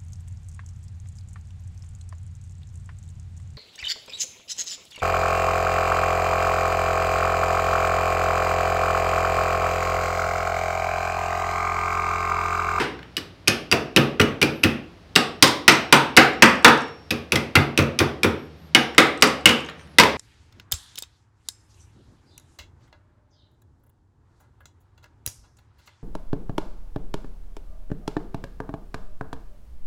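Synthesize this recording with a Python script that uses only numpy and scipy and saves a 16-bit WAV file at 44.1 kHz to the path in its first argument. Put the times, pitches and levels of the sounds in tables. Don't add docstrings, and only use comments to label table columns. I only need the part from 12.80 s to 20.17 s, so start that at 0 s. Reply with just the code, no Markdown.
import sys
import numpy as np
from scipy import signal
from scipy.fft import rfft, irfft
from scipy.io import wavfile
from scipy.ndimage import uniform_filter1d

SR = 44100
rng = np.random.default_rng(int(sys.argv[2]) if len(sys.argv) > 2 else 0)


def wav_out(sig):
    wavfile.write(sys.argv[1], SR, np.round(np.clip(np.atleast_2d(sig).T, -1, 1) * 32767).astype(np.int16))


def decibels_to_gain(level_db):
    exponent = np.asarray(level_db, float) / 20
    return 10 ** exponent


N = 325017
PAD = SR // 5

# (time [s], tick level [dB], clang level [dB], clang pitch [Hz], knock level [dB])
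CONTACTS = [(-0.05, 1.5, -13, 4010, -5), (0.367, -11, -15.5, 2930, -36.5),
            (0.3783, -21, -24.5, 1730, -35.5), (0.6741, -13, -9, 2500, -24), (0.679, 3, -8, 6450, -20),
            (0.9139, -7.5, -11.5, 4750, -22.5), (0.9242, -7.5, -2, 2690, -17),
            (1.1621, -0.5, -2.5, 2560, -14), (1.1706, -9.5, -4, 2973, -13.5),
            (1.3964, -17.5, -7, 1400, -14), (1.3999, -8.5, -2.5, 2560, -23.5),
            (1.4134, -9, -7, 2924, -20.5), (1.6146, -9.5, -13.5, 2290, -21.5),
            (1.6176, -17.5, -5.5, 2945, -38.5), (1.6264, -6.5, -5, 2427, -16),
            (1.833, -14.5, -7, 2535, -25), (1.8363, -5, -1.5, 2560, -26.5), (1.8438, -13.5, -40, 2560, -16),
            (2.3538, -10.5, -19.5, 2500, -29), (2.3593, 1.5, -3, 2784, -8.5),
            (2.6238, 10, -0.5, 3144, -3.5), (2.8789, 8.5, 3.5, 1940, -0.5), (3.1246, 5, 1.5, 2093, 1),
            (3.3657, -0.5, -15.5, 2515, -17.5), (3.3711, 6.5, 5.5, 2052, 2), (3.6216, 7, 6.5, 1972, 0.5),
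            (3.8451, 5.5, -9, 1902, 3), (3.8792, -8.5, -6, 1850, -17), (4.3057, -10, -17.5, 3800, -25),
            (4.3092, -13.5, -13, 2560, -25.5), (4.5202, -4, -7.5, 2566, -23),
            (4.5303, -43, -23, 2550, -20.5), (4.5562, -8, -10.5, 3290, -23.5),
            (4.5591, -20, -8.5, 2080, -26.5), (4.7531, -7.5, -5.5, 1406, -17),
            (4.7552, -2.5, 1, 2710, -14.5), (4.7645, -35.5, 1.5, 2088, -19),
            (4.9752, -5.5, -1.5, 2616, -20.5), (4.9873, -14, -31, 2500, -14.5), (5.189, -3, -11, 2430, -27),
            (5.2, -40, -25, 2300, -15.5), (5.432, -5.5, -5.5, 2413, -26.5),
            (5.4432, -13.5, -22, 1880, -15.5), (5.9476, 3, 4, 2935, -7), (6.1801, 4.5, 5.5, 2060, -1),
            (6.4221, 6, -1, 4640, -7.5), (6.656, 6.5, 7.5, 2912, -8.5), (6.691, -9, -22, 2730, -14.5),
            (7.184, 4.5, 1.5, 2014, -5.5), (7.1977, 2, 0, 1008, -15), (7.2087, -8, -9, 2560, -27.5),
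            (7.234, -12.5, -10, 2226, -20)]
DIRECTION_CHANGES = [0.2, 2.1, 4.2, 5.7]
# (time [s], click level [dB], pitch [Hz], wood tap level [dB])
SMALL_CLICKS = [(0.19, -56, 7000, -30.5), (0.2286, -54.5, 6800, -31), (0.9512, -42, 6600, -42),
                (2.6733, -16, 7400, -23), (2.6783, -17.5, 2820, -40.5), (2.9204, -15, 8420, -44),
                (3.162, -17, 8200, -44.5), (3.2944, -54, 7540, -41), (3.4158, -21.5, 6440, -40),
                (3.5328, -40.5, 7360, -43.5), (3.6578, -17.5, 8400, -40), (3.7549, -38, 6700, -47),
                (3.7894, -50.5, 6400, -47), (3.826, -37.5, 7870, -40), (3.9743, -31, 6200, -37.5),
                (4.0064, -35, 6200, -44.5), (4.0178, -34, 7900, -45.5), (4.0811, -46, 6920, -38),
                (6.1467, -39, 7530, -29), (6.3744, -34, 8230, -42), (6.4035, -41, 7500, -54.5),
                (6.4115, -30.5, 7900, -47), (6.4717, -19.5, 7800, -47), (6.609, -45.5, 7810, -47),
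                (6.8044, -35.5, 6940, -44), (6.8473, -41, 6700, -51), (6.8613, -38.5, 6300, -32),
                (6.8867, -49, 6530, -24.5), (6.8964, -42, 6940, -26), (6.9935, -56, 8520, -34),
                (7.0102, -58, 5500, -38), (7.072, -50, 2160, -50)]
# (time [s], level [dB])
BAR_JOLTS = [(0.06, -59.5), (0.95, -58), (2.421, -57), (2.70, -51), (3.01, -52.5), (3.201, -55),
             (3.534, -52), (3.704, -48), (3.975, -45), (4.014, -50), (5.552, -61.5), (5.999, -51.5),
             (6.698, -54)]
# (time [s], length [s], start pitch [Hz], level [dB])
HISSES = [(1.70, 0.16, 11900, -60), (5.574, 0.11, 11900, -66.5), (5.765, .14, 12020, -67),
          (6.119, .06, 12100, -70), (6.97, 0.096, 9000, -64), (6.975, .07, 6050, -60),
          (7.05, .12, 10800, -68)]
# (time [s], pitch of the lower harmonic before wobble [Hz], level [dB])
ENGINE = [(0.0, 66, -41), (0.45, 58, -54), (1.3, 53, -48.5), (2.2, 52, -54), (2.9, 62, -51.5),
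          (3.7, 68, -45), (4.15, 72, -53), (5.3, 76, -46), (5.7, 79.75, -46), (5.92, 78.55, -45),
          (6.05, 68.4, -45.5), (6.5, 72, -46), (7.15, 75, -52.5), (7.37, 74, -37)]

# (pitch [Hz], level struck downward [dB], level struck sideways [dB], t60 [s])
STRIP_MODES = [(2150, -3, -14, 0.045), (2150, -12, -11, 0.012), (2560, 2, -8.5, 0.026),
               (2920, 4.5, -14, 0.01), (3208, -9.5, -12.5, 0.024)]
# (pitch [Hz], level struck downward [dB], level struck sideways [dB], t60 [s])
HAMMER_MODES = [(3630, 6, 0, 0.0076), (4736, 0.5, -10.5, 0.0089), (5750, -13, -1, 0.0077),
                (6270, -16.5, -18, 0.0027), (8010, -4, -7.5, .01), (9040, -5.5, -8, 0.0074),
                (11130, -13.5, -4.5, .008), (13000, -13.5, -16, 0.016)]
# (pitch [Hz], level struck downward [dB], level struck sideways [dB], t60 [s])
BATTEN_MODES = [(690, -12.5, -13.5, 0.0099), (790, -4, -10.5, 0.035), (934, -3, -12, 0.033),
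                (1045, 4.5, 2, 0.016), (1197, -2, 1, 0.09), (1414, -5, -2.5, 0.081),
                (1510, -10.5, -9, 0.011), (1760, -2.5, -17, 0.007), (1850, 8.5, -8, 0.0071)]
# (pitch [Hz], level struck downward [dB], level struck sideways [dB], t60 [s])
BENCH_MODES = [(98, -16.5, -1.5, 0.16), (140.9, -11.5, -6, 0.38), (191.8, 7, 6.5, 0.1),
               (231.3, -2, -0.5, 0.31), (262, 2.5, 0.5, 0.16), (316.7, -0.5, -0.5, 0.22),
               (416, -1, 0, 0.11), (461.7, 5.5, -2.5, .06), (511, -17, -9.5, 0.13), (539, -7.5, -9.5, 0.12)]
# (pitch [Hz], level struck downward [dB], level struck sideways [dB], t60 [s])
LEG_MODES = [(61, -20.5, -11, 0.083), (86, -19.5, -4, 0.12)]
# (pitch [Hz], level struck downward [dB], level struck sideways [dB], t60 [s])
VISE_MODES = [(1730, -33, -29, .3), (2470, -31.5, -24, 0.25), (3580, -36.5, -29, 0.3),
              (4670, -29, -37.5, 0.13), (4960, -33.5, -46.5, 0.23), (6440, -40, -32.5, 0.067),
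              (7140, -47, -49, .2), (9900, -46.5, -48, 0.2), (10400, -47, -46, 0.13),
              (11900, -47.5, -41.5, 0.16)]
# (pitch [Hz], level struck downward [dB], level struck sideways [dB], t60 [s])
BAR_MODES = [(5480, 2.5, 2.5, .9), (5599, -6, -6, .8)]

# (frequency [Hz], level [dB])
DOWN_TICK = [(880, -28), (1500, -1.5), (1900, -21), (2040, -5.5), (2660, -16.5), (2880, -9), (3410, -8.5),
             (5280, -1.5), (6630, -9.5), (14900, -24.5), (16000, -37.5)]
# (frequency [Hz], level [dB])
SIDE_TICK = [(880, -34.5), (1500, -6), (1640, -15), (2910, -3), (4460, -7.5), (4780, -3), (5540, -6),
             (6500, -14), (7320, -17.5), (14600, -23), (16000, -35)]
# (frequency [Hz], level [dB])
SPLINTER = [(300, -15), (700, -8), (1500, 5.5), (2500, 3), (4000, -7.5), (8000, -33)]
# (frequency [Hz], level [dB])
THUD = [(30, -39), (90, -10.5), (300, 6), (600, -8.5), (1200, -17.5), (4000, -34.5)]
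# (frequency [Hz], level per Hz [dB])
AIR = [(15, -47.5), (25, -19.5), (49, -21.5), (92, 2.5), (130, -16.5), (175, 0), (206, -11.5), (285, -12.5),
       (714, -20), (4870, -31), (7510, -45), (11600, -49), (16000, -58.5)]

# (frequency [Hz], t60 [s])
ROOM_T60 = [(60, 0.45), (160, 0.5), (420, 0.58), (1100, 0.41), (2910, 0.43), (7680, 0.3)]
# (frequency [Hz], level [dB])
ROOM_DB = [(60, 0), (200, -13), (600, 7), (1500, -2), (3000, -5.5), (6000, -9.5), (12000, -11.5)]
# (delay [s], level [dB])
ECHOES = [(.0021, -14.5), (.0047, -15.5), (.0083, -20), (.0118, -23.5), (.0165, -17.5)]


def read(points, hz):
    f, value = np.transpose(points)
    return np.interp(np.log(hz + 1), np.log(f + 1), value)


def add(mix, s, sound):
    part = mix[PAD + round(s * SR):][:len(sound)]
    part += sound[:len(part)]


def together(*sounds):
    out = np.zeros(2 * PAD)
    for sound in sounds:
        part = out[:len(sound)]
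        part += sound[:len(part)]
    return out


def peak_one(x):
    return x / np.max(abs(x))


def ring(modes, chance, sideways, rise_s, detune=.02):
    spread_db = 3
    hz, down_db, side_db, t60 = np.transpose(modes)[:, :, None]
    t = np.arange(round(1.2 * t60.max() * SR)) / SR
    luck, shift, phase = 2 * chance[:, :len(modes), None] - 1
    struck_db = side_db if sideways else down_db
    db = struck_db + spread_db * luck - 60 * t / t60
    tones = decibels_to_gain(db) * np.sin(2 * np.pi * hz * (1 + detune * shift) * t + np.pi * phase)
    return tones.sum(0) * (1 - np.exp(-t / rise_s))


def burst(noise, colour, t60, rise_s):
    hz, t = np.fft.rfftfreq(len(noise), 1 / SR), np.arange(len(noise)) / SR
    coloured = irfft(rfft(noise) * decibels_to_gain(read(colour, hz)), len(noise))
    shape = decibels_to_gain(-60 * t / t60) * (1 - np.exp(-t / rise_s))
    return peak_one(coloured * shape)


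def air():
    rms_db = -48
    hz = np.fft.rfftfreq(N, 1 / SR)
    hiss = irfft(rfft(rng.standard_normal(N)) * decibels_to_gain(read(AIR, hz)), N)
    return decibels_to_gain(rms_db) * hiss / hiss.std()


def engine():
    pitch_wobble, level_wobble_db = .03, 0.9
    s, *columns = np.transpose(ENGINE)
    hz, db = (np.interp(np.arange(N) / SR, s, column) for column in columns)
    wobble = rng.standard_normal((2, N))
    for _ in range(2):
        wobble = uniform_filter1d(wobble, 1500)
    wobble /= wobble.std()
    cycles = np.cumsum(hz * (1 + pitch_wobble * wobble[0])) / SR
    harmonics = np.sin(2 * np.pi * cycles) + decibels_to_gain(-2.5) * np.sin(4 * np.pi * cycles)
    return decibels_to_gain(db + level_wobble_db * wobble[1]) * harmonics


def hisses():
    sag, width_hz = .045, 800
    lowpass = signal.butter(2, width_hz / 2, fs=SR, output="sos")
    out = np.zeros(N + PAD)
    for (s, length, hz, db), noise in zip(HISSES, rng.standard_normal((len(HISSES), 8192))):
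        u = np.linspace(0, 1, round(length * SR))
        fuzz = signal.sosfilt(lowpass, noise)[:len(u)]
        tone = np.sin(2 * np.pi * np.cumsum(hz * (1 - sag * u ** 2)) / SR)
        swell = np.sqrt(np.sin(np.pi * u) + 1e-9)
        add(out, s, decibels_to_gain(db) * fuzz / fuzz.std() * tone * swell)
    return out[PAD:]


def spread_out(sound):
    blend, size = 0.078, 8192
    total = np.cumsum(abs(rfft(sound, size)) ** 2)
    k = np.arange(len(total))
    low, high = k * (1 - blend) - 2, k * (1 + blend) + 2
    power = (np.interp(high, k, total) - np.interp(low, k, total)) / (high - low)
    cepstrum = irfft(np.log(power + 1e-14) / 2)
    cepstrum[1:size // 2] *= 2
    cepstrum[size // 2 + 1:] = 0
    return irfft(np.exp(rfft(cepstrum)))[:size // 2]


def tail():
    spacing = 20
    at = np.arange(100, SR - spacing, spacing)
    taps = np.zeros(SR)
    taps[at + rng.integers(0, spacing, len(at))] = rng.choice([-1., 1.], len(at))
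    hz, t, z = signal.stft(taps, SR, nperseg=256)
    swell_s = read([(100, 0.011), (1000, 0.0084), (8000, 0.0026)], hz)[:, None]
    fall = decibels_to_gain(-60 * t / read(ROOM_T60, hz)[:, None]) * (1 - np.exp(-t / swell_s))
    fall *= decibels_to_gain(read(ROOM_DB, hz))[:, None] / np.linalg.norm(fall, axis=1, keepdims=True)
    return signal.istft(z * fall, SR, nperseg=256)[1] * np.sqrt(spacing / 128)


def workshop(sounds):
    tails, travel_s = 4, .0007
    direct, feeds = np.zeros(N + PAD), np.zeros((tails, N + PAD))
    for k, (s, sound, sent) in enumerate(sounds):
        s += travel_s
        add(direct, s, sound)
        for n, (late_s, db) in enumerate(ECHOES):
            add(direct, s + late_s, (-1) ** n * decibels_to_gain(db) * sound)
        add(feeds[k % tails], s, spread_out(sent))
    reverb = sum(signal.fftconvolve(feed, tail())[:N + PAD] for feed in feeds)
    return (direct + reverb)[PAD:]


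def loose_bar():
    out = np.zeros(N + PAD)
    for (s, db), chance in zip(BAR_JOLTS, rng.random((len(BAR_JOLTS), 3, 2))):
        add(out, s, decibels_to_gain(db) * ring(BAR_MODES, .5 + .3 * chance, 0, .025, detune=0))
    return out[PAD:]


def small_click(row, chance, noise):
    s, db, hz, wood_db = row
    colour = [(1500, -12.5), (4000, 2.5), (9000, 0.5), (12000, -17.0), (16000, -36.0)]  # (Hz, dB)
    click = decibels_to_gain(db + 0.5) * burst(noise[0], colour, .01, .0004)
    note = decibels_to_gain(db - 1) * ring([(hz, -.5, -.5, .015)], chance, 0, 0.00041, detune=0)
    tap = decibels_to_gain(wood_db) * burst(noise[1], SPLINTER, 0.016, 0.00078)
    sound = together(click, note, tap)
    return s, sound, sound


def small_clicks():
    chances = rng.random((len(SMALL_CLICKS), 3, 1))
    noises = rng.standard_normal((len(SMALL_CLICKS), 2, 1024))
    return list(map(small_click, SMALL_CLICKS, chances, noises))


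def clatter(noise, chance):
    rarity, t60 = 2.9, 0.27
    t = np.arange(len(noise[0])) / SR
    hops = (abs(noise[1]) > rarity) * noise[2] * decibels_to_gain(-60 * t / t60) * (t > .008)
    tick = burst(noise[0][:512], DOWN_TICK, 0.0086, .0002)
    touch = tick + decibels_to_gain(-8) * ring(STRIP_MODES, chance, 0, .0003)[:512]
    return signal.fftconvolve(hops, touch)


def chatter(noise):
    flutter = np.interp(np.arange(2 * PAD) / 350, np.arange(len(noise)), noise)
    return 0.72 + 0.31 * flutter


def vise(tick_db, chance, noise, side):
    iron = ring(VISE_MODES, 2.2 * chance - .75, side, 0.0024, detune=0.013)
    return decibels_to_gain(tick_db) * iron * chatter(noise)[:len(iron)]


def bench(knock_db, chance, noise, side):
    thump_db = 2.5 + knock_db if side else -8 + 0.55 * knock_db
    top = decibels_to_gain(thump_db - 3.5) * ring(BENCH_MODES, chance, side, 0.013, detune=0.012)
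    legs = decibels_to_gain(thump_db) * ring(LEG_MODES, np.full((3, 2), .5), side, 0.0078)
    thud = decibels_to_gain(thump_db + 2.0) * burst(noise, THUD, 0.084, 0.0017)
    return together(top, legs, thud)


def battens(knock_db, chance, noise, side):
    knock = decibels_to_gain(knock_db - 7) * ring(BATTEN_MODES, chance, side, 0.0014)
    splinter = decibels_to_gain(knock_db + 5) * burst(noise, SPLINTER, 0.062, 0.00072)
    return together(knock, splinter)


def strip(clang_db, hz, chance, tuned_chance, side):
    own = decibels_to_gain(clang_db - 3.5) * ring(STRIP_MODES, chance, side, 0.00022)
    tuned_modes = [(hz, -.5, -.5, .025), (hz, -20, -22, .25)]
    tuned = decibels_to_gain(clang_db) * ring(tuned_modes, tuned_chance, side, 0.0001, detune=0)
    return together(own, tuned)


def hammer_tick(tick_db, chance, noise, side):
    tick = decibels_to_gain(tick_db - 2.5) * burst(noise, SIDE_TICK if side else DOWN_TICK, 0.028, 0.0002)
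    head = decibels_to_gain(tick_db - 7) * ring(HAMMER_MODES, chance, side, 0.00025)
    return together(tick, head)


def contact(row, chance, noise):
    s, tick_db, clang_db, hz, knock_db = row
    clatter_db = -13
    clang_to_room_db = -6.5
    side = np.searchsorted(DIRECTION_CHANGES, s) % 2
    body = together(hammer_tick(tick_db, chance[0], noise[0], side),
                    battens(knock_db, chance[2], noise[1], side),
                    bench(knock_db, chance[3], noise[2], side),
                    decibels_to_gain(knock_db + clatter_db) * clatter(noise, chance[4]))
    clang = together(strip(clang_db, hz, chance[1], chance[0], side),
                     vise(tick_db, chance[4], noise[2], side))
    return s, body + clang, body + decibels_to_gain(clang_to_room_db) * clang


def hammering():
    chances = rng.random((len(CONTACTS), 5, 3, 12))
    noises = rng.standard_normal((len(CONTACTS), 3, 4096))
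    return list(map(contact, CONTACTS, chances, noises))


def scene():
    highpass = signal.butter(4, 65, "high", fs=SR, output="sos")
    struck = signal.sosfilt(highpass, workshop(hammering() + small_clicks()))
    return (struck + loose_bar() + hisses() + air() + engine())[None]


def top_cut(x):
    return signal.sosfilt(signal.butter(12, 16340, fs=SR, output="sos"), x)


def record(dry):
    knee = 9.6
    bent = 0.96 * dry / (1 + abs(dry) ** knee) ** (1 / knee)
    highpass = signal.butter(1, 30, "high", fs=SR, output="sos")
    mix = signal.sosfilt(highpass, bent)
    return top_cut(mix)


dry = scene()
out = record(dry)
wav_out(out)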